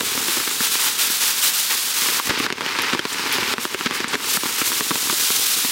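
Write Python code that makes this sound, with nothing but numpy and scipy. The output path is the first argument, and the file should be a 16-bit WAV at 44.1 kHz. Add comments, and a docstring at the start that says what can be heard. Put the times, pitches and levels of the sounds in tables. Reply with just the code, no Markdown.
"""Heavy rain on a plastic tarp and an umbrella, heard from underneath on one microphone.
It opens on surges of sizzling spray, with drops crackling on the taut sheet and patting the slack.
After two seconds the spray thins, the sheet takes one deep jolt, and fat drips snap and thump
harder among bright pings; a limiter catches the hardest and briefly pulls the rain down with them.
Past four seconds the drips ease off and the spray swells back."""
import sys
import numpy as np
from scipy import signal
from scipy.fft import rfft, irfft, next_fast_len
from scipy.io import wavfile
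from scipy.ndimage import uniform_filter1d, minimum_filter1d

SR = 44100
rng = np.random.default_rng(int(sys.argv[2]) if len(sys.argv) > 2 else 0)


def persist_wave(psi):
    """Save psi, clipped to +-1, as 16-bit WAV."""
    counts = np.round(np.clip(psi, -1, 1) * 32767).astype(np.int16)
    wavfile.write(sys.argv[1], SR, np.atleast_2d(counts).T)


N = 251987
TIME = np.arange(N) / SR

# steady strength of the rain on the sheet overhead: time_s, level_db
RAINFALL = [(0.0, -30.5), (0.45, -30), (0.55, -34), (1.9, -34), (2.07, -27.5), (2.45, -25), (2.62, -27),
            (2.93, -23.5), (3.12, -28.5), (3.34, -24), (3.53, -24.5), (3.7, -29), (4.12, -27), (4.3, -29),
            (5.0, -33), (5.71, -33.5)]


def amp(db):
    """Decibels to gain."""
    return 10 ** (np.asarray(db) / 20)


def unit(x):
    """Scales to rms 1."""
    return x / np.sqrt(np.mean(x ** 2) + 1e-20)


def level(curve):
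    """Fader ride through rows of time_s, level_db."""
    return amp(np.interp(TIME, *np.transpose(curve)))


def add(mix, start_s, sound):
    """Lays a sound into the mix."""
    part = mix[max(round(start_s * SR), 0):][:len(sound)]
    part += sound[:len(part)]


def tint(x, colour, size=4096):
    """Minimum-phase EQ: clicks keep their sharp front."""
    hz, db = np.transpose(colour)
    bin_hz = abs(np.fft.fftfreq(size, 1 / SR))
    log_gain = np.log(amp(np.interp(np.log(bin_hz + 1), np.log(hz), db)))
    response = np.fft.ifft(np.exp(np.conj(signal.hilbert(log_gain)))).real
    return signal.oaconvolve(x, response[:size // 2])[:len(x)]


def flutter(fastest_hz):
    """Random wobble of rms 1, with little above the given rate."""
    size = next_fast_len(N)
    hz = np.fft.rfftfreq(size, 1 / SR)
    band = (hz > fastest_hz / 10) / (1 + (hz / fastest_hz) ** 2)
    return unit(irfft(rfft(rng.standard_normal(size)) * band, size)[:N])


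def impacts(per_s, spread_db):
    """Random drop impacts: most alike in size, a few far off."""
    size = amp(spread_db * np.minimum(rng.exponential(1, N), 4))
    return size * rng.choice([-1, 1], N) * (rng.random(N) < per_s / SR)


def ticks(per_s, spread_db, low_hz, high_hz, cycles, patches=24):
    """Impacts on many patches of plastic, each ringing briefly at its own pitch."""
    t, out = TIME[:SR // 100], np.zeros(N)
    for hz in np.geomspace(low_hz, high_hz, patches):
        ring = np.exp(-t * hz / cycles) * np.sin(2 * np.pi * hz * t)
        out += signal.oaconvolve(impacts(per_s / patches, spread_db), unit(ring) * np.sqrt(hz))[:N]
    return unit(out)


def spray(surge, air_hz=9000, air_db_per_db=0.31, air_flat_db=-24.5):
    """Countless droplets merge into a sizzle that comes in clumps; denser spray is brighter."""
    # steady bed of spray, thinning while heavy drops take over: time_s, level_db
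    bed = [(0.0, -26.5), (0.55, -27), (1.0, -28), (1.6, -26), (2.27, -25), (2.32, -35.5), (2.6, -38),
           (2.9, -36), (3.3, -33), (3.75, -33), (4.05, -41), (4.2, -29.5), (4.3, -28.5), (4.9, -27),
           (5.2, -23.5), (5.71, -24)]
    # bright hiss of fine droplets: freq_hz, gain_db
    colour = [(150, -59), (400, -25.5), (700, -13), (900, -14), (1300, -6), (2000, -6.5), (2700, -2),
              (3600, 1.5), (5000, 0.5), (8000, 0), (11000, -2), (15500, -3)]
    droplets = ticks(per_s=9300, spread_db=2.0, low_hz=890, high_hz=15900, cycles=0.56)
    sizzle = unit(tint(droplets + 1.22 * rng.standard_normal(N), colour))
    air = signal.sosfiltfilt(signal.butter(2, air_hz, "highpass", fs=SR, output="sos"), sizzle)
    strength = np.hypot(level(bed), surge)
    sizzle = sizzle + air * ((strength / amp(air_flat_db)) ** air_db_per_db - 1)
    return sizzle * strength * amp(4.0 + flutter(fastest_hz=44.7))


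def crackle(surge):
    """Separate drops tick on the taut sheet, at times in tight strings; a few land right overhead."""
    # crisp midrange of taut plastic: freq_hz, gain_db
    colour = [(50, -71), (200, -10.5), (450, -3.5), (700, -15.5), (860, -1.5), (1000, -1), (1400, 0),
              (2400, 0.5), (3500, -2.5), (5000, -4), (7000, -14), (10000, -30), (15500, -34)]
    # strings of drops that land together: start_s, level_db, length_s
    splats = [(2.293, -20.5, 0.019), (3.331, -28, 0.015), (3.857, -17, 0.021), (4.128, -26, .022),
              (4.611, -26, 0.017), (5.09, -26.5, 0.021)]
    drops = ticks(per_s=4500, spread_db=2.5, low_hz=817, high_hz=8540, cycles=1.0)
    clicks = unit(impacts(per_s=900, spread_db=1.5))
    overhead = unit(impacts(per_s=30, spread_db=-1.3))
    texture = unit(tint(drops + 1.2 * clicks + 0.17 * overhead, colour))
    strength = np.hypot(level(RAINFALL), surge) * amp(0.53 + 0.45 * flutter(fastest_hz=40.5))
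    for start_s, level_db, length_s in splats:
        add(strength, start_s, amp(level_db) * signal.windows.tukey(round(length_s * SR), .5))
    return texture * strength


def patter():
    """Drops on slack plastic give small dull pats."""
    # strength of the pattering: time_s, level_db
    ride = [(0.0, -35), (0.3, -38.5), (0.56, -45.5), (1.0, -47), (1.65, -56), (1.75, -46), (1.9, -50.5),
            (2.4, -37), (3.1, -44.5), (3.42, -35.5), (3.7, -38.5), (4.4, -42), (5.71, -45)]
    # soft, low body of slack plastic: freq_hz, gain_db
    colour = [(25, -36), (60, -12.5), (110, -4), (180, -7), (260, 3.5), (350, -0.5), (460, 2.5), (580, -14),
              (750, -8), (1200, -8), (3000, -47), (8000, -53)]
    pats = unit(tint(impacts(per_s=410, spread_db=4.5), colour))
    return pats * level(ride) * amp(2.0)


def distant_rain():
    """Dull, even wash of the rain farther out."""
    # low-mid hump of the wash: freq_hz, gain_db
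    colour = [(20, -63), (70, -26), (200, 15.5), (500, -12), (1500, -9), (6000, -7), (15500, -19)]
    return unit(tint(rng.standard_normal(N), colour)) * amp(-52)


def drip(snap_db, thump_db, thump_hz, splash_s=0.0016, ring_s=0.00063, give_s=0.0026):
    """A sharp snap and a short splash, then the sheet gives way and swings for a few cycles."""
    # tone of a fat drip hitting plastic: freq_hz, gain_db
    colour = [(30, -75), (100, -12.5), (300, 3.5), (500, -4), (700, -9), (1000, 3.5), (1600, 0.5),
              (3000, -2), (5000, -10), (8000, -15.5), (15500, -35)]
    # ring of the sheet, detuned anew by each drip: pitch_ratio, level_db, t60_s
    modes = [(.6, 10.5, 0.0087), (0.882, 8.5, 0.03), (1.42, -4.5, 0.051)]
    t = TIME[:SR // 10]
    snap_hz = 1585 * 2 ** (0.45 * rng.standard_normal())
    wetness = 0.24 * amp(3.5 * rng.standard_normal())  # some drips splash more than others
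    blow = wetness * rng.standard_normal(len(t)) * np.exp(-t / splash_s)
    blow += 0.12 * np.exp(-t / ring_s) * np.cos(2 * np.pi * snap_hz * t)
    blow[0] += 1
    snap = tint(blow, colour)
    snap /= np.sqrt(np.sum(snap ** 2) * 1000 / SR)  # the energy of one millisecond at full scale
    thump = np.zeros(len(t))
    for pitch_ratio, level_db, t60_s in modes:
        mode_hz = thump_hz * pitch_ratio * rng.uniform(0.94, 1.242)
        thump += amp(level_db - 60 * t / t60_s) * np.sin(2 * np.pi * mode_hz * t)
    thump *= 1 - np.exp(-t / give_s)
    return amp(snap_db - 2.5) * snap - amp(thump_db + 6.5) * thump / abs(thump).max()


def small_drips(count=24, snap_db=-15, thump_db=-41, spread_db=6, low_hz=255, high_hz=440):
    """Cues for lesser drips at random moments, more of them where the rain is harder."""
    share, snap, thump, pitch = rng.random((count, 4)).T
    fallen = np.cumsum(level(RAINFALL) ** 2)
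    starts_s = np.interp(share, fallen / fallen[-1], TIME)
    snaps_db = snap_db + spread_db * (snap - .5)
    thumps_db = thump_db + spread_db * (thump - .5)
    return list(zip(starts_s, snaps_db, thumps_db, low_hz + (high_hz - low_hz) * pitch))


def drips(low_cut_hz=105):
    """Fat and small drips together, with their deepest bass trimmed away."""
    # fat drips landing, at relative levels: start_s, snap_db, thump_db, thump_hz
    fat_drips = [(0.009, -4.5, -25, 450), (0.177, -10.5, -28.5, 255), (0.284, -11.5, -29, 338),
                 (0.371, -16, -30, 400), (0.475, -13, -45, 362), (0.606, -13, -27, 270),
                 (0.755, -10.5, -58, 437), (1.101, -24, -34, 252), (2.06, -13, -43, 260),
                 (2.087, -9, -34, 377), (2.199, 0, -36, 453), (2.308, -9, -27, 356),
                 (2.401, -5.5, -18, 335), (2.465, 1, -27, 437), (2.503, 4.5, -16, 412),
                 (2.525, 3, -24, 404), (2.582, -12, -45, 255), (2.608, -5, -40, 444),
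                 (2.619, -12, -31, 450), (2.663, -8.5, -50, 355), (2.788, -6.5, -37, 353),
                 (2.929, -15, -44, 446), (2.933, -6, -24, 284), (2.949, -2.5, -17, 347),
                 (2.993, 0.5, -18, 308), (3.053, -3, -27, 440), (3.384, -6.5, -23.5, 352),
                 (3.432, -9.5, -47, 268), (3.538, 4, -20, 424), (3.582, -0.5, -18, 265),
                 (3.653, -1.5, -24, 393), (3.746, -0.5, -19, 360), (3.81, -7, -36, 333),
                 (3.861, -1.5, -16, 286), (3.91, -8, -37, 410), (4.004, -11.5, -30, 390),
                 (4.044, -4, -28, 288), (4.142, -11, -25.5, 470), (4.154, 0.5, -18.5, 257),
                 (4.372, -0.5, -25, 250), (4.435, -8, -30, 360), (4.457, -13, -27, 290),
                 (4.617, -8.5, -24, 286), (4.808, -4, -26, 387), (4.908, -9.5, -24.5, 325),
                 (4.914, -7.5, -20.5, 263), (4.956, -9.5, -41, 262), (5.099, -8.5, -26, 236),
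                 (5.127, -14, -30, 350), (5.304, -10, -35, 425), (5.648, -16, -29.5, 283)]
    out = np.zeros(N)
    for start_s, *blow in list(fat_drips) + small_drips():
        add(out, start_s, drip(*blow))
    return signal.sosfilt(signal.butter(2, low_cut_hz, "highpass", fs=SR, output="sos"), out)


def shelter(x, echo_s=.0052, echo_db=-13, tail_db=-17, t60_s=0.067):
    """One near reflection and a very short scatter from a car and the ground."""
    t = TIME[:SR // 5]
    response = rng.standard_normal(len(t)) * amp(-60 * t / t60_s) * (t > echo_s)
    response *= amp(tail_db) / np.linalg.norm(response)
    response[0] = 1
    response[round(echo_s * SR)] += amp(echo_db)
    return signal.oaconvolve(x, response)[:N]


def surges(rise_s=.022, fade_s=0.05):
    """Envelopes for spray and drops: each surge of rain swells quickly, holds and dies away."""
    # bursts of harder rain: start_s, hold_s, spray_db, drops_db
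    bursts = [(0.258, 0.12, -28.5, -32.5), (0.588, 0.062, -24, -28.5), (0.702, .05, -27.5, -36),
              (0.781, 0.094, -25.5, -27.5), (0.976, 0.076, -23.5, -29), (1.085, 0.1, -30.5, -39),
              (1.194, .105, -25, -29), (1.36, 0.017, -27, -36), (1.416, 0.048, -21.5, -27),
              (1.53, 0.077, -27, -48), (1.689, 0.024, -25, -24), (1.943, 0.13, -28.5, -33),
              (2.108, .08, -40, -33), (2.373, 0.019, -30, -28), (2.408, 0.019, -43, -28),
              (3.074, 0.016, -32, -33.5), (3.306, .03, -30, -35), (3.465, .07, -37, -28),
              (3.59, 0.038, -26, -40), (3.768, 0.029, -32, -40), (3.922, 0.034, -31.5, -31),
              (4.275, 0.13, -25, -47), (4.566, 0.028, -26, -27), (4.639, .035, -26.5, -50),
              (4.722, 0.086, -31, -43), (5.17, .37, -29.5, -47)]
    spray_surge, drop_surge, t = np.zeros(N), np.zeros(N), TIME[:SR]
    for start_s, hold_s, spray_db, drops_db in bursts:
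        shape = np.minimum(t / rise_s, 1) * np.exp(-np.maximum(t - hold_s, 0) / fade_s)
        add(spray_surge, start_s, amp(spray_db) * shape)
        add(drop_surge, start_s, amp(drops_db) * shape)
    return spray_surge, drop_surge


def jolt(start_s=2.295, peak_db=-9, push_s=0.0014):
    """The whole sheet is jolted once: one deep push of air, without a ring."""
    out, age = np.zeros(N), TIME[:SR // 10] / push_s
    add(out, start_s, amp(peak_db) * (1 - age) * np.exp(-age))
    return out


def pings():
    """Small bright ticks: a brief splash excites one resonance of the tight plastic."""
    # drops hitting tight spots: start_s, peak_db, pitch_hz, width_hz, decay_s
    hits = [(2.526, 3, 5200, 2500, 0.00038), (2.819, -13, 11000, 3000, 0.0043),
            (2.994, -5, 3080, 150, 0.00055), (3.129, -14, 8200, 2000, 0.0044),
            (3.184, -14, 5200, 1500, 0.0026), (3.325, -13, 12000, 4000, 0.0061),
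            (4.081, -16, 7800, 2000, 0.0098)]
    out, t = np.zeros(N), TIME[:SR // 20]
    for start_s, peak_db, pitch_hz, width_hz, decay_s in hits:
        splash = rng.standard_normal(len(t)) * np.exp(-t / decay_s)
        ring = np.exp(-np.pi * width_hz * t) * np.sin(2 * np.pi * pitch_hz * t)
        ping = signal.fftconvolve(splash, ring)
        add(out, start_s, amp(peak_db) * ping / abs(ping).max())
    return out


def limiter(x, threshold_db=-12.0, hold_s=0.014, recovery_db_per_s=100):
    """Ducks fast on a hard hit, holds briefly and recovers over tens of milliseconds."""
    power = uniform_filter1d((x ** 2).mean(0), size=45)
    over_db = np.maximum(10 * np.log10(abs(power) + 1e-12) - threshold_db, 0)
    recovered_db = TIME * recovery_db_per_s
    duck_db = recovered_db - np.maximum.accumulate(over_db + recovered_db)
    half_hold = round(hold_s * SR / 2)
    held_db = minimum_filter1d(duck_db, 2 * half_hold + 1, origin=half_hold)
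    return x * amp(uniform_filter1d(held_db, size=21))


def scene():
    """One microphone under the sheet, the same in both channels."""
    spray_surge, drop_surge = surges()
    rain = spray(spray_surge) + crackle(drop_surge) + patter() + distant_rain()
    mix = rain + jolt() + shelter(pings() + drips())
    return np.array([mix, mix])


def record(dry, soft_clip_db=-6.8, low_cut_hz=38, high_cut_hz=15900):
    """Limits the mix, rounds its peaks, then trims the deep bass and the very top."""
    limited = limiter(dry)
    rounded = limited / (1 + (limited / amp(soft_clip_db)) ** 8) ** (1 / 8)
    thinned = signal.sosfilt(signal.butter(2, low_cut_hz, "highpass", fs=SR, output="sos"), rounded)
    low_pass = signal.firwin(511, high_cut_hz, window=("kaiser", 9), fs=SR)
    return signal.oaconvolve(thinned, low_pass[None], "same")


dry = scene()
out = record(dry)
persist_wave(out)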